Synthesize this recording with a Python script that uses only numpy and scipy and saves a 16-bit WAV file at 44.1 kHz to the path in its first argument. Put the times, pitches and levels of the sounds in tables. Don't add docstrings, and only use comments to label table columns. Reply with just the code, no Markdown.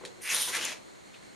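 import sys
import numpy as np
from scipy import signal
from scipy.fft import rfft, irfft, next_fast_len
from scipy.io import wavfile

SR = 44100
rng = np.random.default_rng(int(sys.argv[2]) if len(sys.argv) > 2 else 0)


def dump(signal):
    limited = np.clip(np.atleast_2d(signal).T, -1, 1)
    pcm = np.round(limited * 32767).astype(np.int16)
    wavfile.write(sys.argv[1], SR, pcm)


N = 59535
T = np.arange(N) / SR


def amp(db):
    return 10 ** (np.asarray(db) / 20)


def unit(x):
    return x / np.sqrt(np.mean(x ** 2) + 1e-20)


def read(points, hz):
    f, value = np.transpose(points)
    return np.interp(np.log(hz + 1), np.log(f + 1), value)


def level(times, db):
    return amp(np.interp(T, times, db)) * (T > times[0]) * (T < times[-1])


def strokes(rows, attack_s):
    return sum(amp(db) * np.clip((T - s) / attack_s, 0, 1) * np.exp(-np.maximum(T - s, 0) / decay)
               for s, db, decay in rows)


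def colour(x, points):
    size = 2 * next_fast_len(N)
    log_gain = np.log(amp(read(points, abs(np.fft.fftfreq(size, 1 / SR)))))
    response = np.exp(np.conj(signal.hilbert(log_gain)))[:size // 2 + 1]
    return irfft(rfft(x, size) * response, size)[..., :N]


def resonate(x, hz, width_hz):
    carrier = np.exp(2j * np.pi * np.cumsum(hz * np.ones(N)) / SR)
    r = np.exp(-np.pi * width_hz / SR)
    return (carrier * signal.lfilter([(1 - r) ** 2], [1, -2 * r, r * r], x / carrier + 1e-18)).real


def wander(hz):
    rolloff = 1 + (np.fft.rfftfreq(N, 1 / SR) / hz) ** 4
    return unit(irfft(rfft(rng.standard_normal(N)) / rolloff, N))


def clicks(per_s, spread_db):
    size = amp(spread_db * np.minimum(rng.exponential(1, N), 4))
    return unit(size * rng.choice([-1, 1], N) * (rng.random(N) < per_s / SR))


def place(x, left_db):
    return x * amp([[left_db / 2], [-left_db / 2]])


def hiss():
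    # (frequency [Hz], level [dB])
    spectrum = [(25, -12), (65, -10.5), (110, -2.5), (160, -3), (205, 1), (255, -3), (330, -0.5), (500, -3),
                (900, -5.5), (1700, -9), (2150, -7), (2550, -13), (3800, -14.5), (4270, -8), (4800, -20),
                (6000, -17.5), (6950, -13.5), (7700, -18.5), (8900, -18), (10500, -28.5), (15000, -36)]
    # (frequency [Hz], correlation [1])
    likeness = [(50, -0.22), (400, -0.37), (1200, -0.2), (2400, 0.14), (4400, 0.67), (8000, 0.84),
                (15000, .35)]
    common, independent = rfft(rng.standard_normal((2, N)))
    rho = np.clip(read(likeness, np.fft.rfftfreq(N, 1 / SR)), -1, 1)
    pair = irfft(np.array([common, rho * common + np.sqrt(1 - rho ** 2) * independent]), N)
    return amp(-52.5 + 0.45 * wander(hz=15)) * unit(colour(pair, spectrum))


def reverberation(x):
    # (frequency [Hz], time [s])
    decay_times = [(200, .5), (800, 0.87), (2000, 0), (6000, 0.23), (14000, 0.06)]
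    # (frequency [Hz], gain [dB])
    echo_gain = [(100, 1), (400, -5), (800, -6), (1400, -9.5), (2400, -7.5), (4000, -8), (9000, -9),
                 (12000, -7)]
    hz, t, noise = signal.stft(rng.standard_normal((2, SR // 2)), SR, nperseg=256)
    t60 = read(decay_times, hz)[:, None]
    tail = signal.istft(noise * amp(-60 * t / t60) / np.sqrt(t60), SR, nperseg=256)[1]
    tail *= np.clip(np.arange(tail.shape[1]) / SR / 0.0034, 0, 1) ** 2
    tail /= np.linalg.norm(tail, axis=1, keepdims=True)
    return colour(signal.fftconvolve(x.mean(0)[None], tail, axes=1)[:, :N], echo_gain)


def reflections(x):
    # (delay [s], gain [dB], left minus right [dB])
    echoes = [(.0012, -31, 1), (.0035, -22.5, -6), (.0058, -18.5, 2), (.0081, -20, -6)]
    return sum(amp(db) * place(np.interp(T - delay, T, x.mean(0), left=0), left_db)
               for delay, db, left_db in echoes)


def sleeve():
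    # (time [s], level [dB])
    rub = [(.52, -62), (.56, -54), (.60, -51.5), (.725, -52.5), (.76, -64)]
    # (frequency [Hz], level [dB])
    spectrum = [(40, -31), (110, -18.5), (190, -13.5), (275, 0), (380, -7), (650, -2.5), (1200, -14),
                (5000, -36)]
    return unit(colour(clicks(per_s=1500, spread_db=2.5), spectrum)) * level(*np.transpose(rub))


def leaf():
    # (time [s], level [dB], decay [s])
    brush = [(1.137, -49, 0.019)]
    # (frequency [Hz], level [dB])
    spectrum = [(300, -24), (1500, -8), (2300, 1), (3000, -1), (3700, 1), (4700, -14), (7000, -16),
                (12000, -30)]
    return unit(colour(clicks(per_s=5000, spread_db=1.0), spectrum)) * strokes(brush, attack_s=.007)


def knocks():
    # (time [s], level [dB], decay [s], pitch [Hz])
    impacts = [(.009, -47, 0.024, 425), (0.035, -43, 0.022, 421), (0.054, -48.5, 0.015, 446),
               (.183, -54.5, .03, 400), (.333, -45, 0.025, 517), (.474, -40.5, 0.019, 1026),
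               (0.482, -45, 0.022, 418), (0.572, -43.5, .025, 447), (.648, -47.5, 0.012, 560),
               (.719, -51, 0.011, 600)]
    # (frequency [Hz], level [dB])
    spectrum = [(40, -25), (110, -8.5), (260, -3.5), (480, 4), (720, -4.5), (1050, 0.5), (1400, -8.5),
                (1900, -4.5), (2600, -14.5), (4000, -19), (12000, -45)]
    thud = amp(-3) * unit(colour(clicks(per_s=4000, spread_db=1.5), spectrum))
    out = np.zeros(N)
    for s, db, decay, hz in impacts:
        body = unit(resonate(clicks(per_s=2500, spread_db=1.5), hz, width_hz=104))
        out += (thud + body) * strokes([(s, db, decay)], attack_s=0.0032)
    return out


def cracks():
    # (time [s], level [dB], decay [s])
    fractures = [(.0503, -35.5, 0.0057), (.058, -45.5, 0.0091), (.073, -51, .011)]
    # (frequency [Hz], level [dB])
    spectrum = [(200, -28), (1200, -20), (1850, -1), (2400, -6.5), (3400, -2), (4300, 0.5), (5200, -8),
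                (7200, -6), (9500, -11), (11000, -22), (15000, -36)]
    crackle = unit(colour(clicks(per_s=9000, spread_db=1.0), spectrum))
    return crackle * strokes(fractures, attack_s=0.0011)


def snaps():
    # (time [s], duration [s], level [dB], pitch [Hz], resonance width [Hz])
    breaks = [(0.294, .035, -36, 6500, 3400), (0.3467, 0.0021, -21, 9970, 3600),
              (0.417, 0.0061, -34, 8970, 600), (.564, 0.0062, -39.5, 9800, 4000),
              (0.5713, 0.00127, -30, 2120, 3020), (0.6513, 0.0022, -26.5, 6670, 2200),
              (0.649, 0.0017, -31, 10200, 3600)]
    out = np.zeros(N)
    for s, duration, db, hz, width in breaks:
        excitation = rng.choice([-1, 1], N) * (T > s) * (T < s + duration)
        burst = resonate(resonate(excitation, hz, width), hz, width)
        out += amp(db) * unit(burst) * np.sqrt(duration * SR / N)
    return out


def edge_sizzle(jerks):
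    # (time [s], level [dB])
    envelope = [(.202, -74.5), (0.215, -60), (0.22, -45), (.25, -42.5), (.275, -43.5), (.335, -35),
                (.352, -31), (.375, -37.5), (.41, -32.5), (.46, -35.5), (.495, -38), (.513, -45.5),
                (.565, -41), (.59, -49), (.715, -56), (.75, -74)]
    # (frequency [Hz], level [dB])
    spectrum = [(2000, -35), (6000, -3), (8000, -13), (8900, 2), (9800, -.5), (10700, -4), (11700, -4),
                (13000, -15), (15000, -37)]
    breaks = clicks(per_s=14000, spread_db=2.1) * jerks
    return unit(colour(breaks, spectrum)) * level(*np.transpose(envelope))


def strip_ring(jerks, width_hz=2050):
    # (time [s], pitch [Hz], level [dB])
    glide = [(.21, 2070, -61), (0.246, 2050, -43), (.305, 2350, -32), (.33, 2360, -33), (.358, 3650, -37),
             (.45, 3470, -37), (.495, 3360, -50.5), (0.525, 1970, -51), (.541, 1850, -32),
             (0.557, 1820, -32.5), (.585, 2200, -40), (.62, 2750, -40.5), (.665, 2600, -41.5),
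             (.72, 2100, -42), (.732, 2370, -47), (.80, 2520, -66)]
    # (frequency [Hz], gain [dB])
    radiation = [(500, -15.5), (1200, -6.5), (1550, 0.5), (3800, 0), (9000, -7)]
    times, hz, db = np.transpose(glide)
    pitch = np.interp(T, times, hz)
    plucks = clicks(per_s=5000, spread_db=1.1) * jerks
    ring = resonate(resonate(plucks, pitch, width_hz), pitch, width_hz)
    return unit(colour(ring, radiation)) * level(times, db)


def tear(jerks):
    # (time [s], level [dB])
    pull = [(.212, -70), (.223, -58), (.265, -44), (.303, -38), (.335, -33.5), (.36, -32), (.44, -39),
            (.472, -42), (0.488, -34.5), (0.512, -41), (.55, -34.5), (.571, -33.5), (.59, -38), (.655, -36),
            (0.721, -41), (.731, -45.5), (.765, -55), (.82, -69)]
    # (frequency [Hz], level [dB])
    spectrum = [(60, -25.5), (200, -13.5), (450, -9.5), (780, -6.5), (1100, -1), (1380, -1.5), (1650, 2),
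                (2050, 2.5), (2450, -1.5), (3100, 2.5), (4100, 0.5), (4750, -1.5), (5600, -1), (7200, -1),
                (7900, -10), (8600, -5.5), (11200, -10.5), (13000, -23), (15500, -39)]
    breaks = clicks(per_s=11000, spread_db=2.7) * jerks
    return unit(colour(breaks, spectrum)) * level(*np.transpose(pull))


def rip():
    jerks = unit(amp(1.4 * wander(hz=300)))
    return (place(tear(jerks), left_db=1.0)
            + place(strip_ring(jerks), left_db=0.3)
            + place(edge_sizzle(jerks), left_db=-1.5))


def scene():
    direct = rip() + snaps() + place(knocks() + cracks() + leaf() + sleeve(), left_db=1.2)
    return direct + reflections(direct) + reverberation(direct) + place(hiss(), left_db=-.6)


def record(dry):
    # (frequency [Hz], gain [dB])
    side_gain = [(60, 1.5), (200, 5), (500, 4.5), (1200, 2), (3000, 0.5), (12000, 2)]
    mid = dry.mean(0)
    side = colour((dry[0] - dry[1]) / 2, side_gain)
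    lowpass = signal.firwin(511, cutoff=15400, window=("kaiser", 9), fs=SR)
    return signal.oaconvolve(np.array([mid + side, mid - side]), lowpass[None], "same")


dry = scene()
out = record(dry)
dump(out)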